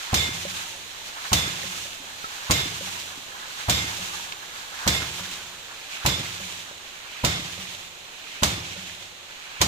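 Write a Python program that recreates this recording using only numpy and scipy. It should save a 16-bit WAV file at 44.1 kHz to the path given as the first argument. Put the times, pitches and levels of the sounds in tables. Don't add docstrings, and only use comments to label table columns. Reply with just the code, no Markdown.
import sys
import numpy as np
from scipy import signal
from scipy.fft import rfft, irfft, next_fast_len
from scipy.io import wavfile
from scipy.ndimage import map_coordinates

SR = 44100
rng = np.random.default_rng(int(sys.argv[2]) if len(sys.argv) > 2 else 0)


def materialize(psi):
    bounded = np.clip(np.atleast_2d(psi).T, -1, 1)
    quanta = np.round(bounded * 32767).astype(np.int16)
    wavfile.write(sys.argv[1], SR, quanta)


N = 426447
TIME = np.arange(N) / SR


def from_db(db):
    return 10 ** (np.asarray(db) / 20)


def over_bins(points):
    hz, value = np.transpose(points)
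    return np.interp(np.log(np.fft.rfftfreq(next_fast_len(N), 1 / SR) + 1), np.log(hz), value)


def colour(sound, gain):
    return irfft(rfft(sound, next_fast_len(N)) * gain, next_fast_len(N))[..., :N]


def drift(per_s):
    knots = rng.standard_normal(4000)
    return 1.2 * np.interp(TIME * per_s, np.arange(len(knots)), knots)


def envelope(age, attack_s, hold_s, fall_db_per_s):
    return np.clip(age / attack_s, 0, 1) * from_db(-fall_db_per_s * np.maximum(age - hold_s, 0))


def ring(drive, hz, t60):
    radius, angle = from_db(-60 / (t60 * SR)), 2 * np.pi * hz / SR
    return signal.lfilter([0, np.sin(angle)], [1, -2 * radius * np.cos(angle), radius**2], drive + 1e-18)


def clicks(times, sizes):
    out = np.zeros(N)
    out[np.clip(np.round(np.asarray(times) * SR).astype(int), 0, N - 1)] = sizes
    return out


# frequency in Hz, likeness of left and right from 0 to 1.
STEREO_LIKENESS = [(25, 0.22), (70, 1), (200, 0.89), (500, 1), (1000, 0.8), (2500, 0.071), (8000, 0.05),
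                   (15000, 0.089)]

def patter(spectrum, grain_db):
    grains = rng.standard_normal((3, N)) * from_db(grain_db * np.clip(rng.standard_normal(N), -3, 3.5))
    grains /= grains.std()
    alike = np.clip(over_bins(STEREO_LIKENESS), 0, 1)
    gain = from_db(over_bins(spectrum)) * np.sqrt(SR / 2)
    return colour(grains[0], gain * np.sqrt(alike)) + colour(grains[1:], gain * np.sqrt(1 - alike))


def drops(per_s, low_hz, high_hz, cycles, spread_db, rise=0.027):
    when, pitch, size, *sides = rng.random((15000, 5))[:int(per_s * N / SR)].T[..., None]
    steps = np.arange(int(cycles / low_hz * SR))
    turns = (low_hz * (high_hz / low_hz) ** pitch * steps / SR).astype(np.float32)
    decay = np.exp(-float(np.log(1000)) * turns / cycles)
    rings = decay * np.sin(2 * np.pi * turns * (1 + rise * turns / cycles))
    rings = rings * from_db(spread_db * np.minimum(-np.log(size), 4))
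    at = ((when * N).astype(int) + steps).ravel()
    out = np.array([np.bincount(at, (rings * (2 * side - 1)).ravel(), N)[:N] for side in sides])
    return out / out.std()


# frequency in Hz, level in dB per Hz.
STREAM_SPECTRUM = [(20, -78), (60, -83.5), (130, -84), (300, -85), (550, -81.5), (950, -83), (1600, -86.5),
                   (3200, -79), (4100, -79), (4900, -99), (6800, -83), (9700, -99), (15500, -99)]

def stream(gurgle_db=-56):
    rush = patter(STREAM_SPECTRUM, grain_db=5)
    return rush + from_db(gurgle_db) * drops(200, 476, 1610, cycles=16, spread_db=0)


def snap(at_s=4.323, snap_db=-25, decay_s=0.004):
    since = np.maximum(TIME - at_s, 0)
    band = signal.butter(2, [2100, 4200], "band", fs=SR, output="sos")
    crack = signal.sosfilt(band, rng.standard_normal((2, N)))
    return from_db(snap_db) * crack / crack.std() * (since > 0) * np.exp(-np.minimum(since / decay_s, 50))


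# start in seconds, peak level in dB, pitch in Hz, t60 in seconds.
STRAY_PLOPS = [(1.855, -36, 570, .06), (2.001, -40, 275, 0.088), (2.243, -24, 1310, 0.091),
               (3.176, -38.5, 272, 0.067), (5.019, -20, 1500, 0.017), (6.712, -36.5, 574, .045)]

def knocks_and_plops(contact_s=0.0019, gear_lag_s=0.147, gear_db=-29.5, gear_hz=295, gear_t60=0.029,
                     plop_hz=565, plop_t60=0.06):
    out, t = np.zeros(N + SR), TIME[:SR // 4]
    gear = [(s + gear_lag_s, gear_db, gear_hz, gear_t60) for s, *_ in STROKES]
    reopenings = [(s + reopen_s, db, plop_hz, plop_t60) for s, _, _, _, reopen_s, db, _ in STROKES]
    for start_s, db, hz, t60 in gear + reopenings + STRAY_PLOPS:
        push = np.exp(-t / contact_s) * (1 + rng.standard_normal(len(t)))
        push[0] += 8
        push -= signal.lfilter([.02], [1, -.98], push)
        knock, at = ring(push, hz, t60), int(start_s * SR)
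        out[at:at + len(t)] += from_db(db) * knock / np.abs(knock).max()
    return out[:N]


# frequency in Hz, relative level in dB per Hz.
SPRAY_SPECTRUM = [(30, -93), (70, -56.5), (140, -54), (250, -67), (420, -67), (650, -67), (1400, -66),
                  (2300, -64.5), (3600, -65.5), (4900, -68), (7000, -72.5), (9500, -83), (15500, -108)]
SPLASH_SPECTRUM = [(30, -99), (90, -71.5), (180, -83), (280, -77.5), (450, -88), (800, -76.5), (1500, -77),
                   (2500, -68), (3700, -68), (4900, -74.5), (6800, -71.5), (9700, -83.5), (12500, -85.5),
                   (15500, -89)]
GUSH_SPECTRUM = [(30, -93.5), (300, -89.5), (550, -100), (900, -89.5), (2000, -73), (3300, -73),
                 (4200, -73.5), (4900, -78), (6800, -77), (9700, -89), (12500, -89.5), (15500, -95)]
HISS_SPECTRUM = [(300, -115), (1700, -93), (2400, -71), (3100, -75.5), (3700, -87), (4600, -101),
                 (7000, -96.5), (10000, -105)]
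SLAP_SPECTRUM = [(100, -105), (450, -107), (700, -82), (930, -76), (1300, -74), (1700, -70.5), (2400, -105),
                 (8000, -115)]

def waste_water(stroke, age, hiss_db, run_up_s=0.82, flight_s=0.023, flutter_db=1.13):
    reopen_s, _, gurgle_db = np.array(STROKES)[stroke, 4:].T
    speed = np.tanh(np.maximum(age - reopen_s, 0) / run_up_s)
    welling = from_db(4) * speed ** 2.09
    squirt = from_db(21 - 1500 * age)
    falling = from_db(-2.44) * envelope(age - flight_s, attack_s=0.044, hold_s=0.44, fall_db_per_s=36)
    spray = from_db(4 - 71.5 * age + flutter_db * drift(120)) * patter(SPRAY_SPECTRUM, grain_db=0.5)
    droplets = from_db(-45) * drops(900, 1660, 9400, cycles=39, spread_db=5)
    droplets += from_db(-57) * drops(400, 4600, 14000, cycles=2.7, spread_db=-4)
    splash = falling * from_db(flutter_db * drift(40)) * (patter(SPLASH_SPECTRUM, grain_db=4) + droplets)
    outflow = (welling + squirt) * patter(GUSH_SPECTRUM, grain_db=3.5)
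    hiss = from_db(hiss_db) * speed ** 3.5 * patter(HISS_SPECTRUM, grain_db=5.5)
    rush = from_db(flutter_db * drift(25)) * (outflow + hiss)
    bubbles = from_db(-48) * drops(380, 755, 3160, cycles=50, spread_db=2.8)
    slaps = from_db(3 * drift(35) - 1.5) * patter(SLAP_SPECTRUM, grain_db=4.5)
    flow = np.hypot(falling, welling)
    return spray + splash + rush + (bubbles + slaps) * flow * from_db(gurgle_db)


PIPE_MODE_HZ = [66, 76, 89, 108, 127, 141, 172, 197, 283, 296, 335, 360, 489, 573, 597, 711, 796, 964, 1065]
# relative level in dB, t60 in seconds.
PIPE_RINGS = [(-28, 0.26), (-27.5, 0.51), (-41.5, 2.08), (-33.5, 0.82), (-29.5, 0.23), (-37, 0.55),
              (-38.5, 1.7), (-30, 0.41), (-35, 0.2), (-37, 0.62), (-32, 0.16), (-48, 3.15), (-42, 0.52),
              (-34, 0.29), (-44, 0.16), (-33.5, 0.29), (-39, 0.14), (-49, 0.19), (-36, 0.32)]
# frequency in Hz, level at its peak in dB per Hz.
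SURGE_SPECTRUM = [(30, -79), (90, -54), (200, -44.5), (350, -59.5), (550, -54.5), (1000, -48.5),
                  (1600, -63.5), (2500, -64), (5000, -73), (16000, -79)]

def water_hammer(thump_db=-18, width_s=0.0027, surge_lead_s=0.006, surge_decay_s=0.0059, low_cut_hz=56,
                 rebound_lag_s=0.01204, rebound_db=-39):
    slam_s, _, _, lead_s, reopen_s = np.array(STROKES).T[:5]
    jolt, surge = np.zeros(N), np.zeros(N)
    for at in slam_s - lead_s:
        squared = ((TIME - at) / width_s) ** 2
        jolt += (1 - squared) * np.exp(-np.minimum(squared / 2, 50))
        surge += (TIME > at - surge_lead_s) * np.exp(-np.minimum(np.abs(TIME - at) / surge_decay_s, 50))
    blows = clicks(slam_s - lead_s, 0.88)
    body = sum((-1) ** k * from_db(db) * ring(blows, hz, t60)
               for k, (hz, (db, t60)) in enumerate(zip(PIPE_MODE_HZ, PIPE_RINGS)))
    body = signal.sosfilt(signal.butter(4, low_cut_hz, "high", fs=SR, output="sos"), body)
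    kicks = clicks((slam_s + reopen_s + rebound_lag_s)[:-1], from_db(rebound_db))
    rebound = ring(kicks, hz=186, t60=0.4)
    return from_db(thump_db) * jolt + body + rebound + surge * patter(SURGE_SPECTRUM, grain_db=4)


VALVE_MODE_HZ = [2114, 2230, 3498, 3560, 3720, 5221, 6298, 7245, 9570, 12205]
# relative level in dB, t60 in seconds.
VALVE_RINGS = [(-39, 0.42), (-35.5, 0.035), (-33.5, 0.36), (-33, 0.052), (-22, 0.019), (-35, 0.14),
               (-56, .25), (-34.5, 0.15), (-45, .07), (-31, 0.024)]
# frequency in Hz, relative level in dB per Hz.
CLACK_SPECTRUM = [(40, -61), (200, -71), (520, -56), (750, -55), (1000, -53), (1600, -58.5), (2500, -60),
                  (4000, -53), (5000, -57), (7000, -53.5), (9000, -63), (11000, -66.5), (15500, -66)]
# slam time in seconds, clack trim in dB, ring trim in dB, lead of the
# thump in seconds, wait until reopening in seconds, reopening plop in dB, gurgle trim in dB.
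STROKES = [(.142, -3, 1.5, .0086, 0.31, -25.5, 1.5), (1.330, 1, -1, 0.0068, 0.31, -30.5, 1.5),
           (2.509, -1, 1, 0.0059, 0.3, -30, 3.5), (3.6965, -2.5, 0.5, 0.0074, 0.29, -35, 4.5),
           (4.876, -2, 0, 0.0058, .32, -35, 1.5), (6.061, -0.5, 1, 0.00596, 0.34, -37, 1),
           (7.247, .5, -1.5, 0.00485, .33, -39, -2), (8.432, 5, -6, 0.00423, .332, -36.5, -1.5),
           (9.614, 6.5, -11, 0.0015, .33, -36, -1)]

def valve_slam(stroke, age, chatter_db=-24, sag_db_per_s=36, flutter_db=-0.5, cushion_hz=6000):
    slam_s, clack_db, ring_db = np.array(STROKES).T[:3]
    crack = from_db(2) * envelope(age, attack_s=0.0014, hold_s=0.0014, fall_db_per_s=806)
    rattle = from_db(-7.5) * envelope(age, attack_s=0.0014, hold_s=0.0014, fall_db_per_s=153)
    impact = np.hypot(crack, rattle) * from_db(clack_db[stroke] + flutter_db * drift(500))
    crash = impact * patter(CLACK_SPECTRUM, grain_db=2.5)
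    chatter = envelope(age, attack_s=0.007, hold_s=0.1, fall_db_per_s=380)
    chatter *= from_db(chatter_db - sag_db_per_s * age + flutter_db * drift(150))
    first_blow = clicks(slam_s, 0.14)
    for hz, (db, t60) in zip(VALVE_MODE_HZ, VALVE_RINGS):
        cushion = 1 / np.hypot(1, hz / cushion_hz)
        touches = first_blow + cushion * chatter * rng.standard_normal((2, N))
        crash += ring(touches * from_db(ring_db[stroke] + db), hz, t60)
    return crash


def stroke_clock(lead_in_s=1.3):
    slam_s = np.array(STROKES)[:, 0]
    last = np.searchsorted(slam_s, TIME, side="right") - 1
    age = np.where(last < 0, TIME - slam_s[0] + lead_in_s, TIME - slam_s[last])
    return np.maximum(last, 0), age


def listener_walk(mid_turn_s=5.35, turn_ease_s=0.52, leave_s=4.81, start_m=3.8, m_per_s=0.38):
    turned = (1 + np.tanh((TIME - mid_turn_s) / turn_ease_s)) / 2
    return turned, np.log2(1 + m_per_s * np.maximum(TIME - leave_s, 0) / start_m)


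def scene(treble_hz=5200, pump_loss_db=3.5, treble_loss_db=14, stream_loss_db=4.5):
    stroke, age = stroke_clock()
    turned, doublings = listener_walk()
    hiss_db = np.interp(turned, [0, 1], [-3, 10])
    left_lag_ms = np.interp(turned, [0, 1], [-0.313, 0.283])
    pump = valve_slam(stroke, age) + waste_water(stroke, age, hiss_db)
    highs = signal.sosfilt(signal.butter(1, treble_hz, "high", fs=SR, output="sos"), pump)
    pump += (from_db(2.5 - treble_loss_db * doublings) - 1) * highs
    pump *= from_db(0.01 - pump_loss_db * doublings)
    left, right = pump + water_hammer() + knocks_and_plops() + snap()
    left = map_coordinates(left, [(TIME - left_lag_ms / 1000) * SR], order=3)
    return np.array([left, right]) + from_db(-stream_loss_db * doublings) * stream()


# frequency in Hz, left minus right in dB.
STEREO_BALANCE = [(100, 0), (450, 0), (750, -1.5), (1200, -2.5), (2000, -4), (3300, -5.5), (5500, -3),
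                  (7500, -1), (9000, 1.5), (12000, -5), (15000, -8)]

def record(dry, ceiling=0.63, cutoff_hz=15400):
    heard = colour(dry, from_db(np.outer([1, -1], over_bins(STEREO_BALANCE)) / 2))
    heard = heard / (1 + (heard / ceiling) ** 4) ** .25
    return signal.sosfilt(signal.ellip(10, .2, 80, cutoff_hz, fs=SR, output="sos"), heard)


dry = scene()
out = record(dry)
materialize(out)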